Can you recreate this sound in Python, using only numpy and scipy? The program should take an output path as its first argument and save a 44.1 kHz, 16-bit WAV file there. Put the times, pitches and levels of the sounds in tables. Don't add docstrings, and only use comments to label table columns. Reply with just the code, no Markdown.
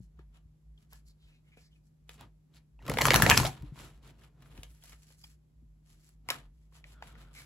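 import sys
import numpy as np
from scipy import signal
from scipy.fft import rfft, irfft
from scipy.io import wavfile
from scipy.ndimage import uniform_filter1d, map_coordinates

SR = 44100
rng = np.random.default_rng(int(sys.argv[2]) if len(sys.argv) > 2 else 0)


def int16_out(signal):
    q = np.round(np.clip(np.atleast_2d(signal).T, -1, 1) * 32767)
    wavfile.write(sys.argv[1], SR, q.astype(np.int16))


def nominal_scale(level):
    x = np.asarray(level, float) / 20
    return 10 ** x


N = 328545
OPPOSITE = np.array([[1.], [-1.]])

# time in seconds, faces rushing past each other in dB,
# pressure on the table in dB.
RIFFLE_MOTION = [
    [(2.79, -98, -65.5), (2.9, -68, -34), (2.97, -61, -37.5), (3.04, -42.5, -30.5), (3.15, -47.5, -27),
     (3.3, -42.5, -24.5), (3.36, -40.5, -28.5), (3.46, -49, -32), (3.56, -79, -66)],
]


def unit(x):
    return x / np.sqrt(np.mean(x ** 2))


def band(x, lo_hz, hi_hz, order=2):
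    return signal.sosfilt(signal.butter(order, [lo_hz, hi_hz], "band", fs=SR, output="sos"), x)


def colour(x, points):
    hz, db = np.transpose(points)
    f = np.arange(N // 2 + 1) * SR / N + 1
    return irfft(rfft(x) * nominal_scale(np.interp(np.log(f), np.log(hz), db)), N)


def walk(rate):
    k = int(SR / rate)
    held = np.repeat(rng.standard_normal(N // k + 1), k)
    return 1.5 * uniform_filter1d(uniform_filter1d(held, k), k)[:N]


def hump(t, start, end):
    return np.sin(np.pi * np.clip((t - start) / (end - start), 0, 1)).clip(0)


def riffle_gains():
    t = np.arange(N) / SR
    s, rush_db, press_db = np.transpose(RIFFLE_MOTION[0])
    return [nominal_scale(np.interp(t, s, db, -200, -200)) for db in (rush_db, press_db)]


def snaps(events, spread, slap_db, t60_s, shorter_per_db):
    soft_below_db, softer_per_db, longer_per_db = -38.5, -0.88, 0.07
    slap_per_crack_db, usual_crack_db = 0.43, -19.5
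    out, t = np.zeros((2, N + 2100)), np.arange(2048) / SR
    noise = rng.standard_normal((len(events), 3, 2048))
    for (s, db, hz, crack_db), (ring_noise, crack_noise, slap_noise) in zip(events, noise):
        softness = max(soft_below_db - db, 0)
        t60 = np.clip(t60_s * np.exp(-shorter_per_db * db + longer_per_db * softness), .002, .03)
        rise = 1 - np.exp(-t / (.065 * t60 * np.exp(softer_per_db * softness)))
        fade = rise * np.exp(-np.log(1000) * t / t60)
        ring = .62 * np.sin(2 * np.pi * hz * t) + .42 * unit(band(ring_noise, .7 * hz, 1.5 * hz))
        dullness_db = min(crack_db, usual_crack_db) - usual_crack_db
        slap = nominal_scale(slap_db + slap_per_crack_db * dullness_db) * unit(band(slap_noise, 450, 3600))
        bright = unit(band(crack_noise, 4800, 14500))
        crack_fade = np.exp(-t / (0.038 * t60)) + 0.12 * np.exp(-t / 0.003)
        crack = 10.0 * nominal_scale(crack_db) * bright * rise * crack_fade
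        right_lag = int(np.clip(spread * slap_noise[0], -5, 5))
        for side, lag in zip(out, (0, right_lag)):
            i = int((s + .0008) * SR) + lag
            side[i:i + 2048] += nominal_scale(db) * ((ring + slap) * fade + crack)
    return out[:, :N]


def riffle():
    # start in seconds, peak in dB, card ring in Hz, crack in dB.
    edges = [(2.852, -44, 606, -34), (2.864, -41.5, 1211, -22.5), (2.878, -31, 1094, -17.5),
             (2.896, -24.5, 1272, -13.5), (2.915, -22.5, 490, -24), (2.937, -27, 991.3, -18),
             (2.971, -19, 562.4, -26.5), (2.985, -14.5, 2184, -18.5), (3.012, -17, 1050, -12),
             (3.017, -8, 1804, -22), (3.053, -6, 1130, -18), (3.066, -19, 1004, -7),
             (3.0838, -13, 600, -29), (3.105, -3.5, 2270, -24.5), (3.117, -11.5, 1637, -24.5),
             (3.134, -11, 900, -18), (3.1418, -0.5, 910, -21), (3.151, -8, 1720, -19),
             (3.159, -3, 591.2, -14.5), (3.199, -22.5, 902.3, -29), (3.221, -4.5, 1760, -13.5),
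             (3.264, -5, 704.2, -28.5), (3.293, -16, 900, -28.5), (3.298, -4, 2295, -12.5),
             (3.307, -8.5, 1011, -19.5), (3.3125, 3, 1796, -28), (3.375, -6, 5230, -16),
             (3.399, -20, 888.2, -20), (3.431, -14.5, 1085, -41), (3.45, -14, 751, -23)]
    return snaps(edges, 2.9, slap_db=-3, t60_s=0.0065, shorter_per_db=0.045)


def ticks():
    # start in seconds, peak in dB, card
    # ring in Hz, crack in dB.
    single_ticks = [(0.191, -63, 870, -27), (0.778, -67, 3110, -60), (0.925, -51.5, 1134, -26),
                    (0.931, -52.5, 1735, -13), (1.531, -67, 2250, -49.5), (1.571, -51, 454, -45),
                    (2.092, -33.5, 2480, -21), (2.142, -61, 1045, -24), (2.178, -62, 2440, -27.5),
                    (2.209, -49, 780, -17.5), (2.823, -54.5, 1510, -30),
                    (3.371, -16, 970, -16), (3.455, -18, 3840, -39.5), (3.464, -21, 3500, -26.5),
                    (3.622, -58.5, 903, -15), (3.758, -39, 1034, -75.5), (3.777, -47, 1046, -52),
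                    (3.798, -38, 1490, -48), (3.849, -54.5, 1365, -31.5), (4.422, -54, 1210, -24.5),
                    (4.458, -55, 1530, -40.5), (4.576, -49.5, 2540, -25), (4.632, -40, 3200, -13),
                    (4.823, -59, 3213, -41), (4.837, -59, 734, -4.5), (4.894, -59.5, 1590, -8),
                    (4.921, -54.5, 2160, -24), (4.93, -50, 510, -24), (5.104, -58, 537, -40),
                    (5.239, -51.5, 4720, -19.5), (6.09, -69.5, 4200, -5.5), (6.287, -30, 950, -13),
                    (6.287, -17.5, 2133, -35), (6.303, -18.5, 1127, -14), (6.308, -20, 1600, -27),
                    (6.317, -33, 1489, -33), (6.724, -64, 1090, -27.5), (6.841, -41.5, 2380, -50),
                    (7.023, -31.5, 715, -37), (7.024, -34, 1485, -53.5), (7.152, -52.5, 1861, -41.5)]
    return snaps(single_ticks, 0.93, slap_db=-0.5, t60_s=0.01, shorter_per_db=0)


def flaps():
    # start in seconds, peak in dB, ring in Hz, t60 in seconds.
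    in_riffle = [(2.889, -28.5, 1208, .012), (2.897, -24.5, 2000, .01), (2.902, -19.5, 456.1, 0.019),
                 (2.917, -24, 1062, .012), (2.941, -28.5, 800.5, 0.018), (2.972, -27, 2207, 0.018),
                 (2.9844, -24, 4550, 0.00088), (2.988, -15, 1000, .012), (2.987, -12.5, 2180, .01),
                 (3.008, -18, 905.2, 0.011), (3.009, -17.5, 2200, 0.033), (3.014, -25, 2500, 0.0026),
                 (3.047, -22, 1100, .01), (3.055, -9.5, 3000, 0.0011), (3.073, -18.5, 600, 0.017),
                 (3.084, -8, 1000, 0.0062), (3.108, -17, 3015, 0.0078), (3.137, -14, 800, 0.019),
                 (3.152, -18, 3000, .01), (3.1995, -18.5, 1200, 0.009), (3.203, -17.5, 893.4, .01),
                 (3.2224, -11, 1710, 0.014), (3.262, -10.5, 1786, 0.0094), (3.265, -11, 560.4, .012),
                 (3.2937, -10.5, 800, 0.007), (3.2986, -6.5, 6500, 0.0023), (3.309, -12.5, 2495, 0.031),
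                 (3.315, -11.5, 1499, .015), (3.319, -14.5, 2512, 0.019), (3.345, -19.5, 1500, .008),
                 (3.3725, -14.5, 3000, 0.0016), (3.3754, -3, 5100, 0.0034), (3.39, -20.5, 2467, 0.0071),
                 (3.4, -17, 926.3, .012), (3.447, -24, 577.3, 0.023), (3.454, -29, 824, 0.022),
                 (3.472, -35.5, 805.7, 0.036), (3.02, -19.5, 555.5, 0.0225), (3.11, -14.5, 522, 0.021),
                 (2.885, -29, 557, 0.018)]
    in_handling = [(0.19, -53, 1187, 0.022), (0.19, -59, 1670, 0.024), (0.776, -56, 3050, 0.026),
                   (4.632, -38, 3190, 0.0054), (4.632, -57, 1645, 0.0067), (4.782, -62.5, 2016, 0.0055),
                   (4.826, -50, 3203, .006), (4.838, -58, 7024, 0.0305), (4.895, -58, 6100, 0.015),
                   (4.925, -51.5, 2226, 0.0294), (4.936, -48, 2000, 0.006), (5.236, -47, 4910, 0.055),
                   (5.241, -42, 3100, 0.016), (5.241, -53.5, 887, 0.0136), (5.243, -53.5, 2260, .03),
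                   (2.21, -43, 3420, 0.007), (2.54, -53, 4050, 0.0042), (3.799, -40.5, 994, 0.007),
                   (0.935, -61, 2984, 0.029), (6.305, -33.5, 557, 0.02), (6.287, -45, 7550, .005),
                   (6.289, -30, 967, 0.03), (6.3024, -14, 2650, 0.004), (6.3032, -20, 5630, 0.0033),
                   (6.3035, -21, 4000, 0.0073), (6.305, -35, 880, 0.0153), (6.315, -47, 1483, 0.016),
                   (6.354, -41.5, 1310, 0.018), (6.841, -47, 1959, 0.02468), (6.841, -45, 2600, 0.0126),
                   (6.852, -58.5, 580, 0.035), (7.025, -39, 1855, 0.017), (7.024, -45, 2720, 0.0127),
                   (7.024, -35, 894, 0.015), (7.024, -48, 5504, 0.0043), (7.152, -50.5, 1910, 0.021),
                   (7.384, -61, 1500, 0.0069), (2.791, -54, 2590, 0.014), (2.792, -53, 880, 0.016),
                   (2.818, -50, 880, 0.012), (2.848, -62, 3750, .006), (4.037, -61, 1140, .008),
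                   (4.068, -54, 1500, 0.0062), (4.095, -51.5, 2540, .008), (4.201, -61, 2590, .008),
                   (4.219, -52, 1785, .006), (4.236, -56, 2600, .006), (6.723, -60, 1070, 0.013),
                   (6.809, -60, 700, 0.0077)]
    out, t = np.zeros(N + 4096), np.arange(4096) / SR
    rough = np.tile(walk(500), 2)
    for s, db, hz, t60 in in_riffle + in_handling:
        i = int(s * SR)
        wobble = 1.3 * min(hz / 2500, 1) * (rough[i:i + 4096] - rough[i])
        fade = (1 - np.exp(-t / (0.043 * t60))) * 1000 ** (-t / t60)
        out[i:i + 4096] += 1.3 * nominal_scale(db) * np.sin(2 * np.pi * hz * t + wobble) * fade
    return out[:N]


def clicks():
    # start in seconds, peak in dB, width in ms.
    releases = [(2.093, -40, 0.12), (2.9389, -28, 0.12), (2.9722, -20, 0.2), (2.9863, -16, 0.12),
                (3.0142, -18, 0.12), (3.0549, -10, 0.12), (3.084, -12, 0.12), (3.1059, -8, 0.12),
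                (3.1424, -10, 0.12), (3.1597, -10, 0.12), (3.1997, -21, 0.12), (3.222, -7, 0.12),
                (3.265, -11, 0.12), (3.2943, -13, 0.12), (3.2991, -5, 0.12), (3.3732, -16, 0.12),
                (3.376, -6, 0.12), (3.4004, -18, 0.12), (3.451, -25, 0.25), (3.7995, -47, 0.2),
                (4.6332, -37, 0.12), (5.241, -54, 0.12), (6.3038, -22, 0.12), (7.0261, -38, 0.12)]
    out, t_ms = np.zeros(N), np.arange(-64, 64) / SR * 1000
    for s, db, width_ms in releases:
        i = int(s * SR)
        u = t_ms / (width_ms / 2) - 1
        out[i - 64:i + 64] -= 1.5 * nominal_scale(db) * u * np.exp(-u ** 2 / 2)
    return out


def swishes():
    # start in seconds, end
    # in seconds, level in dB, brightness in dB.
    face_slides = [(0, 0.063, -87, 10.5), (0.178, 0.207, -79, -4.5), (0.335, 0.377, -74.5, 0),
                   (0.76, 0.852, -79.5, 4), (0.898, 1.001, -72.5, 7), (1.06, 1.106, -82.5, 12.5),
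                   (1.163, 1.414, -82.5, 2), (1.434, 1.534, -86, 1.5), (1.555, 1.647, -76.5, 5),
                   (1.707, 1.79, -94.5, 12), (1.84, 1.883, -92, 12.5), (2.079, 2.164, -69, 5),
                   (2.177, 2.249, -63, -2.5), (2.534, 2.582, -68.5, 3),
                   (3.48, 3.614, -63.5, -1), (3.58, 3.723, -71, -2), (3.74, 3.91, -57, 2),
                (3.907, 3.986, -73, 1), (4.031, 4.108, -62.5, 1), (4.115, 4.196, -81, -2),
                (4.181, 4.277, -68, 1), (4.317, 4.424, -91, -11), (4.395, 4.494, -68.5, 0),
                (4.487, 4.6, -69, -1), (4.52, 4.677, -71, -1), (4.643, 4.816, -76, 5),
                (4.807, 4.966, -65.5, 6.5), (4.956, 5.099, -74, 7.5), (5.078, 5.153, -72, 7.5),
                (5.17, 5.294, -75.5, 12), (5.215, 5.343, -74, 8), (5.834, 6.004, -75.5, 6),
                (5.98, 6.14, -78, 8), (6.286, 6.395, -53, 1), (6.371, 6.463, -71, -1.5),
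                (6.472, 6.701, -91, 5), (6.252, 6.29, -81, -1), (6.717, 6.814, -69.5, 3.5),
                (6.845, 6.958, -67.5, 2.5), (6.957, 7.036, -76, -6.5), (7.019, 7.122, -61, 1),
                (7.123, 7.181, -71.5, -5), (7.175, 7.238, -60, 0), (7.22, 7.34, -73.5, -2),
                (7.333, 7.443, -58.5, 4.5)]
    t, power = np.arange(N) / SR, np.zeros((3, N))
    for start, end, db, bright_db in face_slides:
        part = slice(max(int((start - .02) * SR), 0), int((end + .02) * SR))
        dbs = db + np.array([6 - 1.26 * bright_db, 0, -7.5 + 1.16 * bright_db])
        power[:, part] += nominal_scale(dbs[:, None] + 1.0) ** 2 * hump(t[part], start - .015, end + 0.022) ** 3.08
    return np.sqrt(power)


def slide():
    # frequency in Hz, level in dB.
    hiss_shape = [(3000, -42.5), (4200, -1), (6500, -1.5), (10000, -1.5), (13000, -10), (15500, -13),
                  (16500, -30.5)]
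    rush, _ = riffle_gains()
    body, scrape, hiss = swishes() + rush * nominal_scale(np.array([[-2.5], [0], [1.5]]))
    grain_db = 3.2 * rng.exponential(size=N // 40 + 1).clip(0, 3.5).repeat(40)[:N]
    size = nominal_scale(grain_db + 2.2 * walk(90))
    shared, differing = rng.standard_normal((2, N)) * size
    grains = shared + (0.58 * differing + 0.2 * band(differing, 2500, 9000)) * OPPOSITE
    low, mid = unit(band(grains, 600, 1700)), unit(band(grains, 1200, 3700))
    high = unit(colour(grains, hiss_shape))
    return 0.4 * body * low + 1.0 * scrape * mid + 1.783 * hiss * high


def drags():
    # start in seconds, end in seconds, resonance in Hz, level in dB.
    corners = [(1.175, 1.41, 3800, -77), (1.255, 1.378, 2600, -69.5), (1.2, 1.27, 3200, -75),
               (1.44, 1.5, 2130, -79), (1.45, 1.52, 2900, -80), (1.515, 1.555, 2330, -68),
               (1.515, 1.55, 2100, -79), (1.568, 1.605, 2510, -64.5), (1.06, 1.123, 4500, -70),
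               (2.55, 2.59, 4200, -72), (3.83, 3.88, 1289, -60), (1.584, 1.69, 4700, -72.5),
               (1.62, 1.7, 2140, -82), (1.71, 1.745, 3070, -72), (1.75, 1.775, 2550, -70.5),
               (2.795, 2.818, 1900, -74), (3.318, 3.362, 2500, -29), (3.242, 3.262, 1750, -33),
               (3.47, 3.5, 800, -43.5), (7.345, 7.44, 2240, -61), (7.36, 7.41, 2100, -66),
               (7.35, 7.445, 4000, -62.5), (5.17, 5.204, 9700, -77), (4.43, 4.92, 9300, -73),
               (6.255, 6.28, 760, -72)]
    t, out = np.arange(N) / SR, np.zeros(N)
    noise = rng.standard_normal(N) * nominal_scale(3 * walk(40))
    for start, end, hz, db in corners:
        blur = 1 + hz / 44920
        tone = unit(band(noise, hz / blur, hz * blur, order=1))
        out += nominal_scale(db) * tone * np.sqrt(hump(t, start, end))
    return out


def whistle():
    # start in seconds, end in seconds, pitch in Hz, level in dB.
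    squeaks = [(6.94, 7.025, 1400, -68), (7.03, 7.2, 1400, -69), (7.17, 7.33, 1400, -72),
               (7.4, 7.43, 1430, -68), (6.96, 7.01, 3350, -81), (7.09, 7.16, 3350, -79)]
    t, out, half_width_hz = np.arange(N) / SR, np.zeros(N), 115
    noise = rng.standard_normal(N) * nominal_scale(2 * walk(90))
    for start, end, hz, db in squeaks:
        tone = unit(band(noise, hz - half_width_hz, hz + half_width_hz))
        out += nominal_scale(db) * tone * hump(t, start, end) ** .3
    return out


def thuds():
    # start in seconds, peak in dB, table ring in Hz, t60
    # in seconds.
    table_contacts = [(0.004, -41, 123, 0.0655), (0.189, -49, 145, 0.059), (0.457, -48.5, 72.6, 0.073),
                      (1.568, -71, 155.7, 0.055), (2.895, -21, 159.6, 0.025), (3.153, -20, 172, 0.0487),
                      (3.2325, -12, 144, 0.037), (3.328, -17.5, 110, 0.036), (3.3867, -12.5, 123, 0.025),
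                      (3.4115, -17, 115, 0.049), (3.408, -25.5, 111.7, 0.24), (3.631, -35, 129.6, 0.087),
                      (3.7222, -37, 136, 0.079), (4.589, -40.5, 74.2, 0.066), (5.621, -54.5, 72.8, 0.076),
                      (0.004, -50.5, 183, 0.17), (0.194, -48.5, 356, 0.03), (1.571, -53.5, 205, 0.034),
             (3.639, -46, 296.4, 0.11), (4.586, -43, 278.6, 0.028), (5.624, -58, 239, 0.082)]
    out, t = np.zeros(N + 8192), np.arange(8192) / SR
    for s, db, hz, t60 in table_contacts:
        i = int(s * SR)
        fade = (1 - np.exp(-t / 0.001)) * 1000 ** (-t / t60)
        out[i:i + 8192] -= 1.4 * nominal_scale(db) * np.sin(2 * np.pi * hz * t) * fade
    return out[:N] * nominal_scale(1.8 * OPPOSITE)


def tremors():
    # time of the peak in seconds, peak in dB, time from the peak to either end in seconds.
    swells = [(0.071, -52.5, 0.069), (0.239, -52.5, 0.19), (0.47, -59.5, 0.16), (0.712, -53.5, 0.13),
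              (0.998, -53, 0.21), (1.27, -60, 0.082), (1.608, -67.5, 0.53), (2.199, -60.5, 0.33),
              (2.577, -62, 0.082), (2.796, -51.5, 0.091), (3.62, -36, 0.01), (3.679, -43.5, 0.059),
              (3.835, -55, 0.093), (3.957, -52.5, 0.048), (4.149, -56, 0.4), (4.621, -51.5, 0.24),
              (4.934, -55.5, 0.1354), (5.287, -65.5, 0.302), (5.665, -56.5, 0.176), (5.902, -60, 0.23),
              (6.218, -54, 0.1426), (6.461, -51.5, 0.12), (6.651, -58, 0.18), (6.981, -53, 0.309),
              (7.222, -51.5, 0.2), (7.401, -61, 0.15)]
    t = np.arange(N) / SR
    _, pressure = riffle_gains()
    rumble = nominal_scale(-71) + sum(nominal_scale(db) * hump(t, s - length, s + length) ** 2 for s, db, length in swells)
    slid = uniform_filter1d(swishes()[0], int(0.11 * SR))
    on_table = (t > 2.2) & (t < 4.75)
    slid = slid * np.where(on_table, 1, nominal_scale(-5.5))
    return rumble + nominal_scale(-9.5) * pressure, nominal_scale(-82.5) + nominal_scale(4) * slid + pressure


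def shake():
    # frequency in Hz, width in Hz, level in dB.
    modes = [(72, 17, -3), (112, 14, -0.5), (137, 13, 5), (216, 60, -4), (267, 80, -21.5)]
    rumble_hz, rumble_width_hz, hum_hz, hum_db = 52, 8, 154, -66.5
    rumble, boom = tremors()
    t = np.arange(N) / SR
    floor_hz = rumble_hz + rumble_width_hz / 2 * walk(30)
    floor = np.sin(2 * np.pi * np.cumsum(floor_hz) / SR) * nominal_scale(3 + 1.5 * walk(20))
    waver = 1.1 * walk(12)
    hum = nominal_scale(hum_db + 3.5 + waver) * np.sin(2 * np.pi * hum_hz * t + 0.38 * waver)
    shared, differing = [
        unit(sum(nominal_scale(db) * unit(band(push, f - w / 2, f + w / 2, order=1)) for f, w, db in modes))
        for push in rng.standard_normal((2, N))]
    table_top = shared + 0.3 * band(differing, 170, 600) * OPPOSITE
    return rumble * floor + hum + .8 * boom * table_top


def room(x):
    t60_s, treble_t60_s = 0.18, 0.12
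    t = np.arange(int(.7 * SR)) / SR
    noise = rng.standard_normal((2, 2, len(t)))
    low = band(noise[0], 150, 2500) * 1000 ** (-t / t60_s)
    high = band(noise[1], 1700, 15000) * 1000 ** (-t / treble_t60_s) * .6
    tail = (low + high) * np.clip(t / 0.0061, 0, 1)
    tail = tail[0] * .3 + tail
    return signal.fftconvolve(x[None], tail / np.sqrt(np.sum(tail[0] ** 2)), axes=1)[:, :N]


def air():
    # frequency in Hz, level in dB per Hz.
    spectrum = [(33, -23), (52, -1), (85, -9), (120, -5), (156, -11.5), (202, -12.5), (338, -21),
                (480, -30), (700, -34), (1550, -42.5), (5000, -46), (10000, -46), (13000, -50),
                (16000, -58.5)]
    mid, side = colour(rng.standard_normal((2, N)), spectrum)
    return unit(mid + band(side, 320, 16000, order=1) * OPPOSITE) * nominal_scale(-68.5)


def ports(x):
    # time in seconds, lead of the left port in samples.
    hands = [(.2, 7.2), (.75, 8.2), (1.75, 6.2), (2.25, 0.15), (2.751, .1), (3.75, 0.095), (4.25, 1.9),
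             (4.751, 2.94), (5.25, 5.81), (7.301, 5.72)]
    s, lag = np.transpose(hands)
    n = np.arange(N)
    return np.array([x[0], map_coordinates(x[1], [n - np.interp(n / SR, s, lag)], order=3)])


def scene():
    cards = riffle() + ticks() + slide() + drags() + clicks()
    around = nominal_scale(-8.5) * room(cards[0]) + thuds() + shake() + air() + whistle()
    return ports(cards + flaps()) + around


def band_limit(x):
    return signal.sosfilt(signal.butter(12, 17160, fs=SR, output="sos"), x)


def record(dry):
    # frequency in Hz, lead of the left channel in
    phase_steps = [(7300, 6.4), (8800, 9.38), (9700, 9.47), (10600, 12.2), (12800, 13.2), (13600, 15.66),
                   (15000, 15.76), (15900, 18.5)]
    split_hz, top_hz, loud_db, loud_hold_s = 7400, 16000, -22, .004
    f = np.arange(N // 2 + 1) * SR / N
    left, right = rfft(np.tanh(dry / .88) * .88, axis=1)
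    share = np.clip((f - split_hz) / 1500 + .5, 0, .998)
    turned = left * np.exp(-1j * np.interp(f, *np.transpose(phase_steps)))
    tied = share * turned + np.sqrt(1 - share ** 2) * right
    treble = uniform_filter1d(np.abs(band(dry[0], 4000, 14000)), int(loud_hold_s * SR))
    loud = np.clip(treble / nominal_scale(loud_db) - .4, 0, .3)
    right = rfft((1 - loud) * irfft(tied, N) + loud * irfft(right, N))
    passed = np.clip((top_hz - f) / 600 + .5, 0, 1) * f ** 4 / (f ** 4 + 40 ** 4)
    return band_limit(irfft(np.array([left, right]) * passed, N, axis=1))


dry = scene()
out = record(dry)
int16_out(out)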